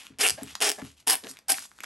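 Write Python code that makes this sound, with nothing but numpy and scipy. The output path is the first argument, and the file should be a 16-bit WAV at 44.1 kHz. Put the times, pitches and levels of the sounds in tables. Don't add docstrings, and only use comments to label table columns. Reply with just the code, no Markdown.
import sys
import numpy as np
from scipy import signal
from scipy.fft import rfft, irfft
from scipy.io import wavfile
from scipy.ndimage import uniform_filter1d

SR = 44100
rng = np.random.default_rng(int(sys.argv[2]) if len(sys.argv) > 2 else 0)


def transcribe(u):
    v = np.clip(np.atleast_2d(u).T, -1, 1)
    q = np.round(v * 32767).astype(np.int16)
    wavfile.write(sys.argv[1], SR, q)


def linear_from_db(decibels):
    return 10 ** (np.asarray(decibels, float) / 20)


N = 81585


def noise():
    return rng.standard_normal(N)


def unit(x):
    return x / np.sqrt(np.mean(x ** 2) + 1e-18)


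def colour(x, points):
    hz, db = np.array(points).T
    gain_db = np.interp(np.log(np.arange(1025) * SR / 2048 + 1), np.log(hz), db)
    cepstrum = irfft(gain_db * np.log(10) / 20)
    cepstrum[1:1024] *= 2
    taps = irfft(np.exp(rfft(cepstrum[:1024], 2048)))[:1024]
    return signal.fftconvolve(x, taps / np.linalg.norm(taps))[:N]


def band(x, hz, width_hz):
    return signal.lfilter(*signal.iirpeak(hz, hz / width_hz, SR), x)


def ticks(times_s, db):
    out = np.zeros(N)
    index = np.minimum((np.asarray(times_s) * SR).astype(int), N - 1)
    np.add.at(out, index, linear_from_db(np.asarray(db)))
    return out


def fade(x, peak_s):
    t = np.arange(int(12 * peak_s * SR)) / SR / peak_s
    return signal.fftconvolve(x, np.e * t * np.exp(-t))[:N]


def tilt(x, db):
    high = signal.butter(2, 5000, "high", fs=SR, output="sos")
    return x + (linear_from_db(db) - 1) * signal.sosfiltfilt(high, x)


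# t/s, level/dB, slip rate/Hz, treble tilt/dB (bite moving along the blades)
STROKE_1 = [(.19, -38, 274, 2.5), (0.201, -29.5, 330, 1), (0.21, -21, 400, 4.5), (0.226, -29, 416, 3.5),
            (0.235, -22.5, 450, -1), (0.263, -24.5, 430, -3.5), (0.278, -33, 300, 4.5)]
STROKE_2 = [(.611, -32, 305.7, 0), (.621, -18.5, 328, 1), (.625, -20.5, 401.3, 0.5), (0.639, -25, 410.7, 4),
            (.66, -26, 433.2, 2), (0.674, -23.5, 394.5, 1.5), (0.687, -26, 254, 2)]
STROKE_3 = [(1.066, -59, 396.3, 1), (1.072, -27, 404.2, 1), (1.074, -21.5, 398.3, 1.5),
            (1.094, -23, 380.3, 3), (1.103, -27, 320.5, 5), (1.133, -23, 316, 3.5), (1.149, -29, 200, -2)]
STROKE_4 = [(1.482, -43, 450, 5), (1.489, -31.5, 451.8, 1.5), (1.498, -18.5, 788.7, 2.5),
            (1.51, -27, 800, 1.5), (1.519, -26.5, 780, 4), (1.53, -31, 441, 1.5), (1.542, -56, 400, -9),
            (1.56, -76, 386, -7)]
# f/Hz, level/dB
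STROKE_COLOUR_1 = [(150, -37.5), (439, -6), (560, -11), (1600, -12.5), (2650, -7), (3770, -12.5),
                   (11300, -13.5), (16000, -24)]
STROKE_COLOUR_2 = [(150, -34), (414, -3.5), (534, -9), (821, -5.5), (1040, -12.5), (3100, -6.5),
                   (4500, -11.5), (5500, -9), (11500, -15.5), (16000, -18)]
STROKE_COLOUR_3 = [(150, -12.5), (980, 2.5), (1250, -4.5), (3300, -2), (7000, -7), (9300, -4),
                   (11500, -0.5), (13700, -3.5), (16000, -7.5)]
STROKE_COLOUR_4 = [(150, -50.5), (280, -13), (640, -12), (770, 1.5), (930, -9), (3000, -9.5), (8900, -7),
                   (12200, -4), (16000, -26.5)]
# t/s, peak/dB
LONE_SLIPS = [(0.1865, -28.5), (.194, -32), (0.1982, -32), (0.2057, -34), (.2098, -17), (0.2141, -26),
              (0.2158, -13.5), (0.2653, -14), (0.2666, -9.5), (0.271, -13), (.2732, -16), (.277, -12),
              (.2811, -15), (.287, -11), (.297, -11), (0.3051, -12), (0.6043, -20), (0.6074, -20.5),
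              (0.6138, -14.5), (0.6177, -21), (0.6234, -12), (0.6243, -10), (0.6274, -11), (.6322, -16),
              (0.6346, -16), (0.6445, -14.5), (0.682, -17), (0.6857, -19), (0.6905, -10), (0.6952, -9.5),
              (0.7016, -11.5), (0.7166, -13), (0.723, -27), (1.0694, -24), (1.073, -12.5), (1.0785, -24),
              (1.0804, -9), (1.096, -14), (1.0983, -8.5), (1.1004, -8.5), (1.1045, -18), (1.1071, -7.5),
              (1.1094, -13.5), (1.1338, -22), (1.1383, -19.5), (1.1417, -16), (1.1464, -20),
              (1.1546, -14.5), (1.4847, -23), (1.4876, -30), (1.493, -16.5), (1.4981, -16.5),
              (1.5027, -9.5), (1.5137, -16.5), (1.5201, -9.5)]


def cuts():
    slip_s, slip_jitter, slip_scatter_db = .00025, .08, 1.5
    echo_s, echo_db = .00065, -11.5
    low_rub_db, rub_db = 7, -9
    t, out = np.arange(N) / SR, 0
    hiss, rub, lone = np.sign(noise()), noise(), np.array(LONE_SLIPS)
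    rub = rub + linear_from_db(low_rub_db) * band(rub, 1200, 2500)
    strokes = (STROKE_1, STROKE_2, STROKE_3, STROKE_4)
    colours = (STROKE_COLOUR_1, STROKE_COLOUR_2, STROKE_COLOUR_3, STROKE_COLOUR_4)
    for stroke, tone in zip(strokes, colours):
        s, db, rate_hz, bright_db = np.array(stroke).T
        chance = rng.standard_normal((80, 2))
        phase = np.cumsum(np.interp(t, s, rate_hz, 0, 0)) / SR
        turns = np.arange(80) + slip_jitter * chance[:, 0] + .3
        when = np.interp(turns, phase, t)[turns < phase[-1]]
        when = when[abs(when[:, None] - lone[:, 0]).min(1) > .002]
        slip_db = np.interp(when, s, db) + slip_scatter_db * chance[:len(when), 1] + 2.5
        mine = lone[abs(lone[:, 0] - s.mean()) < .15]
        slips = ticks(when, slip_db + 2.2) + ticks(mine[:, 0], mine[:, 1] - 4)
        echo = linear_from_db(echo_db) * np.roll(slips, int(echo_s * SR))
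        burst = .25 * fade(slips, slip_s) * hiss + 3.94 * (slips + echo)
        rubbing = linear_from_db(np.interp(t, s, db, -99, -99) + rub_db) * rub
        x = blade_ring(colour(spread(burst) + rubbing, tone))
        out = out + bite(x, np.interp(t, s, bright_db))
    return out


def spread(x):
    for hz, width_hz in ((10500, 2500), (8000, 3000), (5000, 2500)):
        x = x - 2 * band(x, hz, width_hz)
    return x


# f/Hz, width/Hz, level/dB
BLADE_MODES = [(281, 28.5, 4), (416.3, 19, -0.5), (780, 108, -3.5), (1775, 105, -5), (2580, 120, -29),
               (2650, 990, -5), (5480, 160, -1), (7320, 200, -2), (9950, 1960, 7), (10600, 2400, -17)]


def blade_ring(x):
    return 0.57 * x + sum(linear_from_db(db) * band(x, hz, width_hz) for hz, width_hz, db in BLADE_MODES)


def bite(x, db):
    edge = (linear_from_db(2 * db) - 1) * band(x, 5100, 1500)
    body = (linear_from_db(-2 * db) - 1) * band(x, 2650, 600)
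    return tilt(x, db / 4) + edge + body


# f/Hz, level/dB
FILM_COLOUR = [(120, -57), (200, -6), (278, -11), (500, -15), (1120, -7), (2650, -7.5), (9060, -15.5),
               (11500, -9), (16000, -19)]
# t/s, level/dB, treble tilt/dB, sheet ring/dB
FILM_RUSTLE = [(0, -50, 6.5, 7.5), (0.083, -57.5, 6.5, 4.5), (.15, -72, -19, -2), (.34, -56, 8, 3),
               (0.501, -51.5, 5.5, 8), (.59, -62, 6, -10), (.75, -56.5, 11, -6), (0.868, -52, 5.5, 5),
               (0.948, -78, 13.5, 8.5), (1.001, -66, 10.5, 11.5), (1.05, -78, 0, -4), (1.314, -56, 17, -3),
               (1.36, -54.5, -7.5, -12), (1.46, -78, -15.5, -1), (1.56, -48, 15, 0),
               (1.645, -50.5, 14.5, 5), (1.674, -72.5, 18, 0), (1.85, -53.5, -4, -18)]


def rustle():
    creases_per_s, crease_s, patch_db = 2500, 0.00019, 3.2
    s, db, bright_db, sheet_db = np.array(FILM_RUSTLE).T
    t = np.arange(N) / SR
    k = int(SR / 60)
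    patch = uniform_filter1d(np.repeat(rng.standard_normal(N // k + 1), k)[:N], k)
    struck = rng.random(N) < creases_per_s / SR
    creases = struck * linear_from_db(1.4 * np.minimum(rng.exponential(size=N), 3.5))
    grain = unit(fade(creases, crease_s) * noise()) + 0.3 * noise()
    out = tilt(unit(colour(grain, FILM_COLOUR)), np.interp(t, s, bright_db))
    out = out * linear_from_db(np.interp(t, s, db) + patch_db * patch)
    out = out + (linear_from_db(np.interp(t, s, sheet_db)) - 1) * band(out, 2900, 900)
    return signal.sosfilt(signal.cheby2(6, 22, 12300, fs=SR, output="sos"), out)


# t/s, peak/dB, f/Hz, ring/dB
FILM_CRACKS = [(0.0678, -30.5, 2870, 8.5), (0.4328, -30, 9900, 15), (0.509, -35, 2980, 5),
               (0.553, -17, 4640, 1), (0.5539, -20, 1310, 0.5), (0.564, -40, 1400, 10),
               (0.414, -45, 1770, 12), (0.8176, -37, 1720, 15), (0.821, -35, 1306, 13),
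               (1.625, -37, 4500, 5), (1.635, -45, 5100, 2), (1.2386, -31.5, 3470, 10),
               (1.246, -35, 3940, 11), (1.27, -28, 2900, 9.5), (1.288, -46, 5000, 2),
               (1.313, -34, 9300, 15.5), (1.3706, -34.5, 2380, 8.5), (1.389, -28, 4830, -7),
               (1.543, -30.5, 2220, 16), (1.584, -23, 1700, 5), (1.654, -38.5, 936, 5),
               (1.716, -44, 1430, 14.5), (1.788, -41.5, 1400, 14), (1.805, -22, 2260, -1.5),
               (1.835, -25, 6840, 3.5), (1.838, -22, 1450, 4.5), (1.843, -24.5, 2460, 11)]


def cracks():
    crack_s, tail_s = .0004, .002
    out, hiss = 0, np.sign(noise())
    for at_s, db, hz, ring_db in FILM_CRACKS:
        snap = ticks([at_s], [db - 9.5])
        x = fade(snap, crack_s) * hiss + 3.0 * snap
        x = x + .1 * fade(snap, tail_s) * hiss[::-1]
        ring = band(x + snap * SR / hz / 2, hz, hz / 3)
        out = out + 0.77 * colour(x, FILM_COLOUR) + linear_from_db(ring_db) * ring
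    return out


# f/Hz, level/dB, t60/s
TABLE_MODES = [(74.9, -15, 0.57), (114.7, -5, 0.18), (149.2, -4, 0.25), (267.5, 11.5, 0.083),
               (419, 1.5, 0.077)]
# t/s, peak/dB, low-mode depth/dB
HANDLE_KNOCKS = [
    (0.102, -42.5, 3.5),
    (0.191, -39, -26),
    (0.419, -29.5, -1),
    (0.616, -39, -8),
    (.82, -29.5, 3.5),
    (1.067, -48, -6),
    (1.239, -38.5, -14),
    (1.301, -46, 0.5),
    (1.493, -47.5, 4.5),
]


def knocks():
    t = np.arange(N) / SR
    rings = []
    for hz, db, t60_s in TABLE_MODES:
        onset = 1 - np.exp(-(t * hz / 0.48) ** 2)
        rings.append(linear_from_db(db) * np.sin(2 * np.pi * hz * t) * onset * 1000. ** (-t / t60_s))
    rings = np.array(rings)
    s, db, depth_db = np.array(HANDLE_KNOCKS).T
    shake = noise()

    def push(level_db):
        strike = fade(ticks(s, level_db - 40), 0.00031)
        return strike + 0.24 * fade(ticks(s + 0.0065, level_db - 36.0), 0.013) * shake

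    low = signal.fftconvolve(push(db + depth_db), rings[:3].sum(0))[:N]
    return low + signal.fftconvolve(push(db), rings[3:].sum(0))[:N]


def hump(at_s, length_s):
    t = np.arange(N) / SR
    return np.sin(np.pi * np.clip((t - at_s) / length_s, 0, 1)) ** 2


# t/s, length/s, level/dB, f/Hz
PIVOT_CREAKS = [
    (0.372, 0.029, -42.5, 617),
    (0.4, 0.028, -48, 630),
    (0.776, 0.042, -41.5, 575),
    (1.228, 0.061, -45.5, 430),
]


def creaks():
    out, rough = 0, noise()
    for at_s, length_s, db, hz in PIVOT_CREAKS:
        voice = unit(band(rough, hz, hz / 3))
        voice = voice + 0.43 * unit(band(band(rough, 1680, 180), 1660, 300))
        voice = voice + 0.26 * unit(band(rough, 267, 67))
        out = out + linear_from_db(db) * np.sqrt(hump(at_s, length_s)) * voice
    return out


# t/s, level/dB, length/s
HAND_BUMPS = [
    (0.286, -49, 0.085),
    (0.516, -57, 0.037),
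    (0.918, -72, 0.034),
    (1.573, -65, 0.054),
]


def bumps():
    low = unit(band(noise(), 86, 55))
    return sum(linear_from_db(db) * hump(at_s, length_s) * low for at_s, db, length_s in HAND_BUMPS)


def room(near):
    t60_s, room_db, side_db, bass_left_db = 0.18, -9.5, -10, -9
    t = np.arange(SR // 3) / SR
    tails = rng.standard_normal((2, len(t))) * 1000. ** (-t / t60_s) * (t > .004)
    mid, side = (signal.fftconvolve(near, h / np.linalg.norm(h))[:N] for h in tails)
    side = linear_from_db(side_db) * (band(side, 710, 720) + 0.098 * side)
    side = side + linear_from_db(bass_left_db) * band(near, 313, 150)
    return linear_from_db(room_db) * mid + side * np.array([[1], [-1]])


# f/Hz, level/dB
AIR_COLOUR = [(30, -9.5), (70, -6.5), (300, -13), (1500, -23.5), (5000, -32.5), (11000, -31), (12500, -59)]


def air():
    return linear_from_db(-70) * unit(colour(noise(), AIR_COLOUR))


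def scene():
    near = cuts() + rustle() + cracks() + knocks() + creaks() + bumps()
    return near + room(near) + air()


# t/s, length/s, lowest f/Hz, level/dB
TOP_OPENINGS = [(.184, .007, 13200, -20), (0.433, .009, 12800, -13), (.44, .05, 15300, -6),
                (0.545, .009, 13300, -14), (.602, .04, 12800, -16), (.665, .07, 14700, -4),
                (.7, .035, 13200, -6), (.74, .04, 15000, -12), (1.067, .01, 13200, -15),
                (1.092, 0.088, 15000, -9), (1.14, 0.046, 13200, -26), (1.487, .01, 14400, -7),
                (1.578, .042, 14800, 1)]


def top_band(both):
    t, top = np.arange(N) / SR, 0
    for at_s, length_s, hz, db in TOP_OPENINGS:
        is_open = 1. * (abs(t - at_s - length_s / 2) < length_s / 2)
        gate = uniform_filter1d(is_open, size=150)
        sos = signal.ellip(4, 1, 50, [hz, 15900], "band", fs=SR, output="sos")
        top = top + linear_from_db(db) * gate * signal.sosfilt(sos, both)
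    return top


def top_cut(x):
    return signal.sosfilt(signal.butter(12, 16990, fs=SR, output="sos"), x)


def record(dry):
    port_hz, port_width_hz, left_db, top_hz = 10215, 1710, 0.35, 13150
    left = dry[0] - 2 * band(dry[0], port_hz, port_width_hz)
    low_cut = signal.butter(3, 45, "high", fs=SR, output="sos")
    both = signal.sosfilt(low_cut, [linear_from_db(left_db) * left, dry[1]])
    roll_off = signal.cheby2(10, 70, top_hz + 900, fs=SR, output="sos")
    mix = signal.sosfilt(roll_off, both) + top_band(both)
    return top_cut(mix)


dry = scene()
out = record(dry)
transcribe(out)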